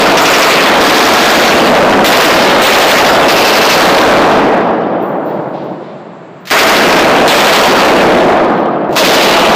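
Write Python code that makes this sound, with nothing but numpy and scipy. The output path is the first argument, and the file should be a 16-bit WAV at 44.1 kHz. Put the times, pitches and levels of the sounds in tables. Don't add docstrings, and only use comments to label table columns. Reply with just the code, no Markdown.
import sys
import numpy as np
from scipy import signal
from scipy.fft import rfft, irfft, next_fast_len
from scipy.io import wavfile
from scipy.ndimage import uniform_filter1d, minimum_filter1d, map_coordinates

SR = 44100
rng = np.random.default_rng(int(sys.argv[2]) if len(sys.argv) > 2 else 0)


def unload_audio(sound):
    columns = np.transpose(np.atleast_2d(sound))
    steps = np.round(np.clip(columns, -1, 1) * 32767)
    wavfile.write(sys.argv[1], SR, steps.astype(np.int16))


N = 421155

# (frequency [Hz], relative density [dB per Hz])
VENT_SPECTRUM = [(30, -20), (70, -2), (180, 18), (550, -3), (1000, 6.5), (2000, -4.5), (4600, -20.5),
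                 (6200, -47), (7600, -63), (9000, -53), (15000, -61)]
# (frequency [Hz], relative density [dB per Hz])
HISS_SPECTRUM = [(3000, -12), (5500, -1), (6600, -1.5), (7500, 3), (8000, -3), (8800, -27), (15000, -50)]
# (time [s], level [dB])
BELT_SCRAPES = [(5.256, -39.5), (5.526, -36), (5.819, -41)]
# (time [s], level [dB])
LINK_LANDINGS = [(5.01, -41.5), (5.251, -47), (5.471, -60), (5.635, -59), (6.405, -61), (8.56, -47)]
# (frequency [Hz], level [dB], t60 [s])
STEEL_MODES = [(5720, -20, 1.0), (9530, -28.5, 4.7), (12580, -22, 1.2), (14620, -7, 0.41),
               (14790, -1, 0.55)]
# (lead before first round [s], level [dB], t60 [s])
BOLT_STROKE = [(0.056, -33, .4), (0.038, -24, 0.61), (.007, -14, .25)]
# (frequency [Hz], relative density [dB per Hz])
CLACK_SPECTRUM = [(200, -38), (600, -8), (1700, 1), (4000, -0.5), (7000, -12.5), (9700, -24),
                  (15000, -15.5)]
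# (time [s], blast level [dB], rounds [count])
BURSTS = [(-.43, 22, 4), (.172, 22, 4), (.806, 17.5, 7), (2.045, 13.5, 3), (2.62, 17, 4), (3.282, 14, 6),
          (6.51, 22.5, 3), (7.278, 14, 4), (8.964, 24, 4)]
# (frequency [Hz], relative density [dB per Hz])
BLAST_SPECTRUM = [(30, -33), (70, -34), (110, -21), (170, -6.5), (260, -0.5), (340, -2.5), (430, 0),
                  (600, 1), (800, -1), (1100, -2.5), (2400, -5.5), (4600, -10), (7500, -24.5),
                  (10000, -32.5), (15000, -26)]
# (frequency [Hz], t60 [s])
HALL_DECAY = [(60, 6.3), (170, 3.49), (250, 3.1), (340, 3.72), (430, 3.1), (620, 3.27), (900, 2.9),
              (1300, 2.48), (2200, 1.835), (3500, 1.555), (6000, 1.21), (15000, 1.14)]
# (frequency [Hz], width [Hz], boost [dB])
HALL_RESONANCES = [(199, 62, 3), (332, 36, 4.5), (445, 25, 3), (553, 68, 2.5), (656, 29, 3), (745, 40, 3)]
# (frequency [Hz], gain [dB])
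CAMERA_TONE = [(30, -7), (1000, -0.5), (4500, -0.5), (7000, 2.5), (10000, 1.5), (13000, 3.5), (15300, 1)]

CAMERA_TOP_HZ = 15500
ROUND_INTERVAL_S = .083
SCRAPE_T60_S = 1.4


def amp(db):
    return 10 ** (np.asarray(db) / 20)


def unit(x):
    return x / np.sqrt(np.mean(x ** 2) + 1e-20)


def along(points, hz):
    freqs, values = np.transpose(points)
    return np.interp(np.log(hz + 1), np.log(freqs), values)


def filtered(x, response):
    size = next_fast_len(len(x) + 8192)
    hz = np.fft.rfftfreq(size, 1 / SR)
    return irfft(rfft(x, size) * response(hz), size)[:len(x)]


def noise(spectrum, size):
    white = rng.standard_normal(size)
    return unit(filtered(white, lambda hz: amp(along(spectrum, hz))))


def wobble(rate, size):
    knots = rng.standard_normal(int(size * rate / SR) + 4)
    return map_coordinates(knots, [np.arange(size) * rate / SR])


def add(track, s, sound):
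    start = round(s * SR)
    part = sound[max(-start, 0):max(len(track) - start, 0)]
    track[max(start, 0):][:len(part)] += part


def ventilation(air_db=-33, hiss_db=-66):
    flutter_db = 1.5 * wobble(22, N)
    rumble = amp(air_db) * noise(VENT_SPECTRUM, N)
    return rumble + amp(hiss_db + flutter_db) * noise(HISS_SPECTRUM, N)


def belt(soft_hz=5200, rise_s=0.013):
    out, t = np.zeros(N), np.arange(SR) / SR
    for s, db in BELT_SCRAPES:
        decay = amp(db - 60 * t / SCRAPE_T60_S)
        rise = 1 - np.exp(-t / rise_s)
        add(out, s, decay * rise * noise(CLACK_SPECTRUM, SR))
    return filtered(out, lambda hz: 1 / (1 + (hz / soft_hz) ** 6))


def tinkles(spread=.003, flicker_rate=160, flicker_db=-1, attack_s=.003):
    out, t = np.zeros(N), np.arange(SR) / SR
    for s, db in LINK_LANDINGS:
        for hz, level, t60 in STEEL_MODES:
            phase = 2 * np.pi * hz * (1 + spread * rng.standard_normal()) * t
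            drift = wobble(flicker_rate, SR) + 1j * wobble(flicker_rate, SR)
            flicker = .5 + amp(flicker_db) * drift
            envelope = amp(db + level - 60 * t / t60) * (1 - np.exp(-t / attack_s))
            add(out, s, envelope * np.real(flicker * np.exp(1j * phase)))
    return out


def bolt_contacts():
    return [(s - lead, db, t60) for s, _, _ in BURSTS for lead, db, t60 in BOLT_STROKE]


def rattle(contacts, tick_db, tick_t60):
    out, t = np.zeros(N), np.arange(SR) / SR
    for s, db, t60 in contacts:
        tail = amp(-60 * t / t60)
        tick = amp(tick_db - 60 * t / tick_t60)
        add(out, s, amp(db) * noise(CLACK_SPECTRUM, SR) * (tail + tick))
    return out


def report(patchy_db=3.0, swell_db=1.13):
    size = 4 * SR
    hz, t, bins = signal.stft(noise(BLAST_SPECTRUM, size), SR, nperseg=512)
    grain = rng.standard_normal(bins.shape)
    clumps = unit(uniform_filter1d(uniform_filter1d(grain, 12, axis=0), 7, axis=1))
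    level_db = patchy_db * clumps - 60 * t / along(HALL_DECAY, hz)[:, None]
    roar = signal.istft(bins * amp(level_db), SR, nperseg=512)[1][:size]
    return roar * amp(swell_db * wobble(60, size))


def resonance(f, hz, width):
    return 1j * f * width / (hz * hz - f * f + 1j * f * width)


def hall_boom(f):
    return 1 + sum((amp(db) - 1) * resonance(f, hz, width) for hz, width, db in HALL_RESONANCES)


def gun(jitter_s=.0004, scatter_db=1.5, stray_db=-6):
    out = np.zeros(N)
    strays = [report() for _ in range(7)]
    for s, db, rounds in BURSTS:
        shared = report()
        chance = rng.standard_normal((len(strays), 2))
        for k in range(min(round(rounds), len(strays))):
            late, louder = chance[k]
            shot_s = s + k * ROUND_INTERVAL_S + jitter_s * late * (k > 0)
            shot = shared + amp(stray_db) * strays[k]
            add(out, shot_s, amp(db + scatter_db * louder) * shot)
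    return filtered(out, hall_boom)


def scene():
    loose_metal = belt() + tinkles() + rattle(bolt_contacts(), tick_db=-9, tick_t60=.012)
    return (ventilation() + loose_metal + gun())[None]


def recovering(gain_db, speed_db):
    ramp = speed_db * np.arange(N) / SR
    return np.minimum.accumulate(gain_db - ramp) + ramp


def gain_control(x, target_db, window_s, depth_db, hold_s, release_db):
    power = np.abs(uniform_filter1d(x ** 2, max(round(window_s * SR), 2)))
    needed_db = np.clip(target_db - 10 * np.log10(power + 1e-12), min(depth_db, 0), 0)
    half = round(hold_s * SR / 2)
    held_db = minimum_filter1d(needed_db, 2 * half + 1, origin=half)
    return x * amp(recovering(held_db, release_db))


def limiter(x, top, knee, speed_db):
    needed_db = -20 * np.log10(1 + np.abs(x / top) ** knee) / knee
    return x * amp(recovering(needed_db, speed_db))


def record(dry):
    bass_cut = signal.butter(4, 115, 'highpass', fs=SR, output='sos')
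    x = signal.sosfilt(bass_cut, dry[0])
    x = gain_control(x, target_db=-2.5, window_s=.0086, depth_db=-7.0, hold_s=0.25, release_db=14.5)
    x = limiter(x, top=0.8, knee=15.0, speed_db=7004.5)
    return filtered(x, lambda hz: amp(along(CAMERA_TONE, hz)) * (hz < CAMERA_TOP_HZ))[None]


dry = scene()
out = record(dry)
unload_audio(out)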